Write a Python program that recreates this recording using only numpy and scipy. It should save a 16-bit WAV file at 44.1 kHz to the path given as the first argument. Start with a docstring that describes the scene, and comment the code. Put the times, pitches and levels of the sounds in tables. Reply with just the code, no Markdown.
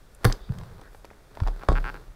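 """A desk in a small quiet room. Close by, a laptop lid clacks shut: its two corners land in turn
and ring the case, and its plastic edge snaps home. Hands rub and grip the case, lift it and stand it
on its back edge. It knocks twice and thuds, the desk sways, and the loaded plastic creaks as it sticks
and slips. Knocks, ticks and creaks cross the panels as bending waves, treble first."""
import sys
import numpy as np
from scipy import signal
from scipy.fft import rfft, irfft
from scipy.io import wavfile

SR = 44100
rng = np.random.default_rng(int(sys.argv[2]) if len(sys.argv) > 2 else 0)


def to_wav(s):
    """Save 16-bit WAV."""
    ch = np.atleast_2d(s).T  # columns
    pcm = np.round(np.clip(ch, -1, 1) * 32767)  # PCM
    wavfile.write(sys.argv[1], SR, pcm.astype(np.int16))


N = 94815
TOP_HZ = 15500


# Lid corners landing. Each row: start in seconds, level in dB, rattle t60 in seconds,
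# tilt in dB per octave, case ring in dB.
CLACKS = [(.2452, -15, 0.022, 0, -32), (0.2504, -8, 0.015, -2, -20)]
# Rattle spectrum. Each row: frequency in Hz, relative level in dB.
CLACK_COLOUR = [(150, -9), (330, 6.5), (490, 7.5), (650, 0.5), (900, -1), (1200, 7), (1450, 3.5), (1750, 5),
                (1950, -6), (3000, -13), (4300, -8), (5600, -9.5), (7000, -18), (11000, -12), (15500, -19)]

def lid():
    """The two corners of the lid land in turn; each rattles and rings the case."""
    out, ring = np.zeros(N), case_ring()
    for start, db, t60, tilt_db, ring_db in CLACKS:
        rattle = burst(response(CLACK_COLOUR, tilt_db), t60)
        add(out, start, amp(db) * rattle + amp(ring_db) * ring)
    return out


# Modes of the closed case. Each row: frequency in Hz, relative level in dB, t60 in seconds.
CASE_MODES = [(217.5, -6.5, 0.074), (287, -8, 0.15), (374, -4.5, 0.1), (501, 1, 0.1), (610, -6, 0.04),
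              (779, -11, 0.081), (1027, -13.5, 0.18), (1197, -3, 0.045), (1404, -2, 0.058),
              (1691, -3.5, 0.056), (2040, -13, 0.072)]

def case_ring():
    """After a blow the case rings in damped modes."""
    return sum(amp(db) * fade(t60) * np.sin(2 * np.pi * hz * seconds()) for hz, db, t60 in CASE_MODES)


# Plastic snaps and, at 1.1 s, a finger squeak. Each row: start in seconds, level in dB, centre in Hz,
# width in octaves, t60 in seconds.
SNAPS_AND_SQUEAK = [(0.1483, -46, 9400, 0.26, 0.015), (0.3174, -30, 1670, 0.36, 0.009),
                    (0.3247, -22, 5420, 0.45, 0.013), (0.4917, -43.5, 2080, 0.53, 0.016),
                    (0.586, -39, 5130, 1.2, .012), (0.813, -49, 5000, 1.3, 0.021),
                    (1.0515, -43, 6140, 1.8, 0.017), (1.1032, -44, 1860, 0.53, 0.019),
                    (1.1328, -48.5, 1670, 0.45, 0.011), (1.352, -46.5, 4400, 2.3, 0.017),
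                    (1.726, -38.5, 3800, 0.92, 0.018)]

def snaps_and_squeak():
    """Small bright snaps of the plastic and a brief finger squeak."""
    out = np.zeros(N)
    for start, db, hz, octaves, t60 in SNAPS_AND_SQUEAK:
        add(out, start, amp(db) * burst(band(hz, octaves), t60))
    return out


# Back edge contacts. Each row: start in seconds, level in dB, tilt in dB per octave.
KNOCKS = [(1.6858, -16, -1.5), (1.6875, -7.5, 0), (1.7182, -19, -1)]
# Knock spectrum. Each row: frequency in Hz, relative level in dB.
KNOCK_COLOUR = [(100, -7.5), (370, 4.5), (600, 5), (900, -4), (1150, 0), (1550, -11), (1800, -11),
                (2300, -25), (3600, -19.5), (4700, -26), (6500, -35), (8300, -30.5), (15500, -53)]

def knocks():
    """The back edge lands on the desk; the first two contacts merge into one knock."""
    return contacts(KNOCKS, KNOCK_COLOUR, travel_s=0.000596, ring_db=-31.5,
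                    scatter_db=-2, scatter_t60_s=0.018)


# Laptop thuds. Each row: start in seconds, level in dB, frequency in Hz, rise and t60 in seconds.
THUDS = [(.2513, -4, 115.8, 0.0035, 0.12), (.4895, -30.5, 182, .003, 0.075),
         (.4982, -15.5, 124, 0.0047, 0.098), (1.4185, -3.5, 84.6, 0.0041, 0.044),
         (1.690, -6, 59.7, 0.0022, 0.092), (1.6905, -17, 123, 0.0037, 0.16)]

def thuds():
    """The whole laptop thuds, low and slightly gritty."""
    return swings(THUDS, grit_db=-18.5)


# Desk motion. Each row: start in seconds, level in dB, frequency in Hz, rise and t60 in seconds.
SWAYS = [(.2745, -1.5, 30.6, 0.032, 0.15), (.4095, -30, 41.6, 0.0039, 0.2), (.9, -37, 31.7, 0.015, 0.32),
         (1.4395, -11, 34.14, 0.017, 0.37), (1.711, -11.5, 33.1, 0.01, 0.54), (2.08, -28, 37.8, .01, 0.13)]

def desk_sway():
    """The desk sways slowly after a blow or nudge."""
    return swings(SWAYS)


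# Stick-slip runs. Each row: start, length and first gap in seconds, level in dB, slope in dB per second.
CREAKS = [(1.611, .021, 0.0075, -38.5, 300), (1.7539, .034, 0.0075, -23, 46),
          (1.8418, 0.057, .0105, -23.5, -25), (1.9424, .033, .0112, -31.5, -200)]
# Slip spectrum. Each row: frequency in Hz, relative level in dB.
CREAK_COLOUR = [(200, -16.5), (380, 3), (600, -9), (900, 6), (1150, 2), (1500, 10.5), (1900, -3),
                (2700, -4.5), (3900, -21.5), (4700, -16.5), (6000, -31), (15000, -41)]

def creaks(steady_gap_s=0.0068, gap_settle=0.62, echo_s=0.0035, echo_db=-8):
    """Slips quicken towards a steady gap; each sends a bending wave that the panel's edge echoes."""
    slips = np.zeros(N)
    for start, length, gap, db, db_per_s in CREAKS:
        elapsed = 0
        while elapsed < length:
            slips[int((start + elapsed) * SR)] += amp(db + db_per_s * elapsed)
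            elapsed += gap
            gap = steady_gap_s + (gap - steady_gap_s) * gap_settle
    waves = convolve(slips, bending_wave(CREAK_COLOUR, tilt_db=0, travel_s=0.002086))
    add(waves, echo_s, amp(echo_db) * lowpass(waves, hz=2000, order=4))
    return waves


# Light contacts. Each row: start in seconds, level in dB, tilt in dB per octave.
TICKS = [(.2995, -25, 0), (.612, -39.5, 0), (.635, -41.5, 3.5), (.794, -40, -2.5), (.816, -40, -2),
         (.9475, -40, -0.5), (1.046, -33, -2), (1.111, -40, -3.5), (1.3722, -32, -2), (1.4022, -28.5, 0),
         (1.435, -36, 1), (1.4657, -30.5, -3.5), (1.474, -28, 1.5), (1.4822, -26.5, -0.5),
         (1.6345, -30, -1.5)]
# Tick spectrum. Each row: frequency in Hz, relative level in dB.
TICK_COLOUR = [(100, -11.5), (300, -0.5), (500, 2), (850, 7), (1300, -1), (1900, -7.5), (2900, -12),
               (3600, -14.5), (4700, -14), (6500, -24.5), (8300, -27), (15500, -41.5)]

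def ticks():
    """The case ticks as it shifts against fingers and desk."""
    return contacts(TICKS, TICK_COLOUR, travel_s=0.0005, ring_db=-27.5,
                    scatter_db=1.5, scatter_t60_s=0.023)


# Rub and rumble envelopes. Each row: time in seconds, level in dB.
RUB_LEVELS = [(0, -68), (.18, -65.5), (.235, -44), (.27, -37.5), (.45, -57), (.54, -49.5), (.72, -51.5),
              (.86, -55.5), (1.0, -63), (1.25, -61.5), (1.38, -51), (1.5, -50), (1.56, -51.5), (1.63, -48),
              (1.67, -49.5), (1.92, -44.5), (2.03, -52.5), (2.15, -66)]
RUMBLE_LEVELS = [(0, -64.5), (.47, -66), (.495, -30.5), (.56, -34.5), (.63, -38), (.68, -46), (.76, -46),
                 (.87, -64.5), (1.3, -68), (1.42, -39.5), (1.66, -58), (1.75, -37.5), (1.92, -51.5),
                 (2.02, -53), (2.15, -63.5)]
# Rub and rumble spectra. Each row: frequency in Hz, relative level in dB.
RUB_COLOUR = [(100, -13.5), (400, 9), (800, 2), (1500, 1), (2500, -14.5), (4500, -11.5), (7000, -23),
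              (15000, -23)]
RUMBLE_COLOUR = [(30, -5.5), (70, -6), (125, -0.5), (180, -5.5), (260, -31), (450, -28), (1000, -49),
                 (4000, -95)]

def hands(grains_per_s=900, spread_db=4):
    """Skin catches on the shell in tiny grains, and the hollow case rumbles."""
    catches = rng.random(N) < grains_per_s / SR
    grains = catches * noise() * amp(spread_db * noise())
    friction = 0.56 * grains / grains.std() + 0.53 * noise()
    rub = convolve(friction, response(RUB_COLOUR))
    rumble = convolve(noise(), response(RUMBLE_COLOUR))
    return rub * curve(RUB_LEVELS) + rumble * curve(RUMBLE_LEVELS)


# Fingertip slides. Each row: middle and half length in seconds, level in dB, centre in Hz,
# width in octaves.
SLIDES = [(0.441, 0.044, -63, 3630, 0.11), (0.448, 0.043, -66.5, 4700, .09),
          (0.862, 0.026, -54.5, 1660, 0.16), (0.96, 0.053, -67, 11100, .5)]

def slides():
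    """A fingertip on the smooth lid gives a soft narrow hiss that swells and fades."""
    out = np.zeros(N)
    for middle, half_length, db, hz, octaves in SLIDES:
        swell = np.exp(-((seconds() - middle) / half_length) ** 2)
        out += amp(db) * swell * convolve(noise(), band(hz, octaves))
    return out


# Reflection spectrum. Each row: frequency in Hz, relative level in dB.
ROOM_COLOUR = [(100, 11.5), (500, 0), (1500, -3), (4500, 0.5), (8000, -1.5), (15000, 1)]

def room(x, level_db=-10, t60_s=0.22, onset_s=0.007):
    """Dense reflections of a small room build up and die quickly."""
    onset = 1 - np.exp(-(seconds() / onset_s) ** 2)
    tail = convolve(noise() * fade(t60_s) * onset, response(ROOM_COLOUR))
    return amp(level_db) * convolve(x, unit(tail))


# Room noise spectrum. Each row: frequency in Hz, relative level in dB.
AIR_COLOUR = [(20, 3.5), (35, 8.5), (60, 1), (120, -7.5), (200, -14.5), (500, -15.5), (900, -21.5),
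              (1500, -21), (2300, -27.5), (5000, -31), (9000, -35), (15500, -40)]

def air(level_db=-50.5):
    """Steady rumble and hiss of the room."""
    colour = response(AIR_COLOUR)
    return amp(level_db) * signal.fftconvolve(noise(N + len(colour) - 1), colour, "valid")


def contacts(rows, colour, travel_s, ring_db, scatter_db, scatter_t60_s):
    """Each contact is a sharp push, a short scatter inside the case and a faint ring."""
    out, ring = np.zeros(N), case_ring()
    for start, db, tilt_db in rows:
        force = amp(scatter_db) * unit(noise() * fade(scatter_t60_s))
        force[0] = 1  # the push
        wave = convolve(force, bending_wave(colour, tilt_db, travel_s))
        add(out, start, amp(db) * (wave + amp(ring_db) * ring))
    return out


def bending_wave(colour, tilt_db, travel_s):
    """A push crosses a panel treble first; travel_s holds at 1 kHz. Unit peak."""
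    spectrum = rfft(response(colour, tilt_db))
    hz = np.linspace(0, SR / 2, len(spectrum))
    dispersion = np.exp(-4j * np.pi * travel_s * np.sqrt(1000 * hz))
    first_arrival = int(travel_s * np.sqrt(1000 / TOP_HZ) * SR)
    wave = irfft(spectrum * dispersion)[first_arrival:]
    return wave / np.abs(wave).max()


def swings(rows, grit_db=None):
    """Low damped sines with optional dull grit."""
    out, t = np.zeros(N), seconds()
    for start, db, hz, rise, t60 in rows:
        wave = np.sin(2 * np.pi * hz * t)
        if grit_db is not None:
            grit = lowpass(noise(), hz=238, order=3)
            wave += amp(grit_db) * grit / grit.std()
        envelope = (1 - np.exp(-t / rise)) * fade(t60)
        add(out, start, amp(db) * wave * envelope)
    return out


# Base spectrum of snaps, squeak and slides. Each row: frequency in Hz, relative level in dB.
BAND_COLOUR = [(100, -4), (1000, 12.5), (15000, -9.5)]

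def band(centre_hz, octaves):
    """Response of a steep-sided resonant band."""
    def skirts_db(hz):
        ratio = hz / centre_hz
        return -10 * np.log10(1 + (np.log2(ratio) / octaves) ** 4 * (1 + ratio ** 2) / 2)
    return response(BAND_COLOUR, extra_db=skirts_db)


def response(colour, tilt_db=0, extra_db=lambda hz: 0):
    """Minimum-phase response of unit energy from (Hz, dB) points, tilted per octave."""
    size = 8192
    hz = np.maximum(np.arange(size // 2 + 1) * SR / size, 1)
    point_hz, point_db = np.array(colour).T
    db = np.interp(np.log(hz), np.log(point_hz), point_db)
    db += tilt_db * np.log2(np.maximum(hz, point_hz[0])) + extra_db(hz)
    cepstrum = irfft(np.log(amp(db)))
    cepstrum[1:size // 2] *= 2
    cepstrum[size // 2 + 1:] = 0
    return unit(irfft(np.exp(rfft(cepstrum))))


def burst(colour, t60):
    """Coloured noise decaying from an rms of about one."""
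    decay = fade(t60)
    return unit(convolve(noise() * decay, colour)) * np.linalg.norm(decay)


def amp(db):
    return 10 ** (np.asarray(db) / 20)


def seconds():
    return np.arange(N) / SR


def noise(samples=N):
    return rng.standard_normal(samples)


def fade(t60):
    return np.exp(-np.log(1000) * seconds() / t60)


def curve(points):
    """Gain over time from (s, dB) points."""
    return amp(np.interp(seconds(), *np.array(points).T))


def unit(x):
    """Scale to unit energy."""
    return x / np.linalg.norm(x)


def lowpass(x, hz, order):
    return signal.sosfilt(signal.butter(order, hz, fs=SR, output="sos"), x)


def convolve(x, impulse_response):
    return signal.fftconvolve(x, impulse_response)[:N]


def add(out, start_s, x):
    i = int(round(start_s * SR))
    out[i:] += x[:N - i]


def scene():
    """Laptop, desk and hands; only the sharp sounds feed the reflections."""
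    clack, bright, knock, tick, creak = lid(), snaps_and_squeak(), knocks(), ticks(), creaks()
    sharp = clack + bright + knock + tick + creak
    room_send = clack + amp(-9) * bright + amp(4) * knock + amp(-1.5) * tick + amp(-8) * creak
    return (sharp + thuds() + desk_sway() + hands() + slides() + room(room_send) + air())[None]


# Microphone response. Each row: frequency in Hz, relative level in dB.
MIC_COLOUR = [(100, 0), (2500, 0), (3000, -3), (3550, 1.5), (4100, -1), (4700, -0.5), (5700, -0.5),
              (6800, -1), (8000, 0), (15000, 0.5)]

def record(dry):
    """The microphone colours the upper middle, and the top is cut."""
    coloured = convolve(dry[0], response(MIC_COLOUR))[None]
    return signal.sosfilt(signal.ellip(8, .2, 80, TOP_HZ, fs=SR, output="sos"), coloured)


dry = scene()
out = record(dry)
to_wav(out)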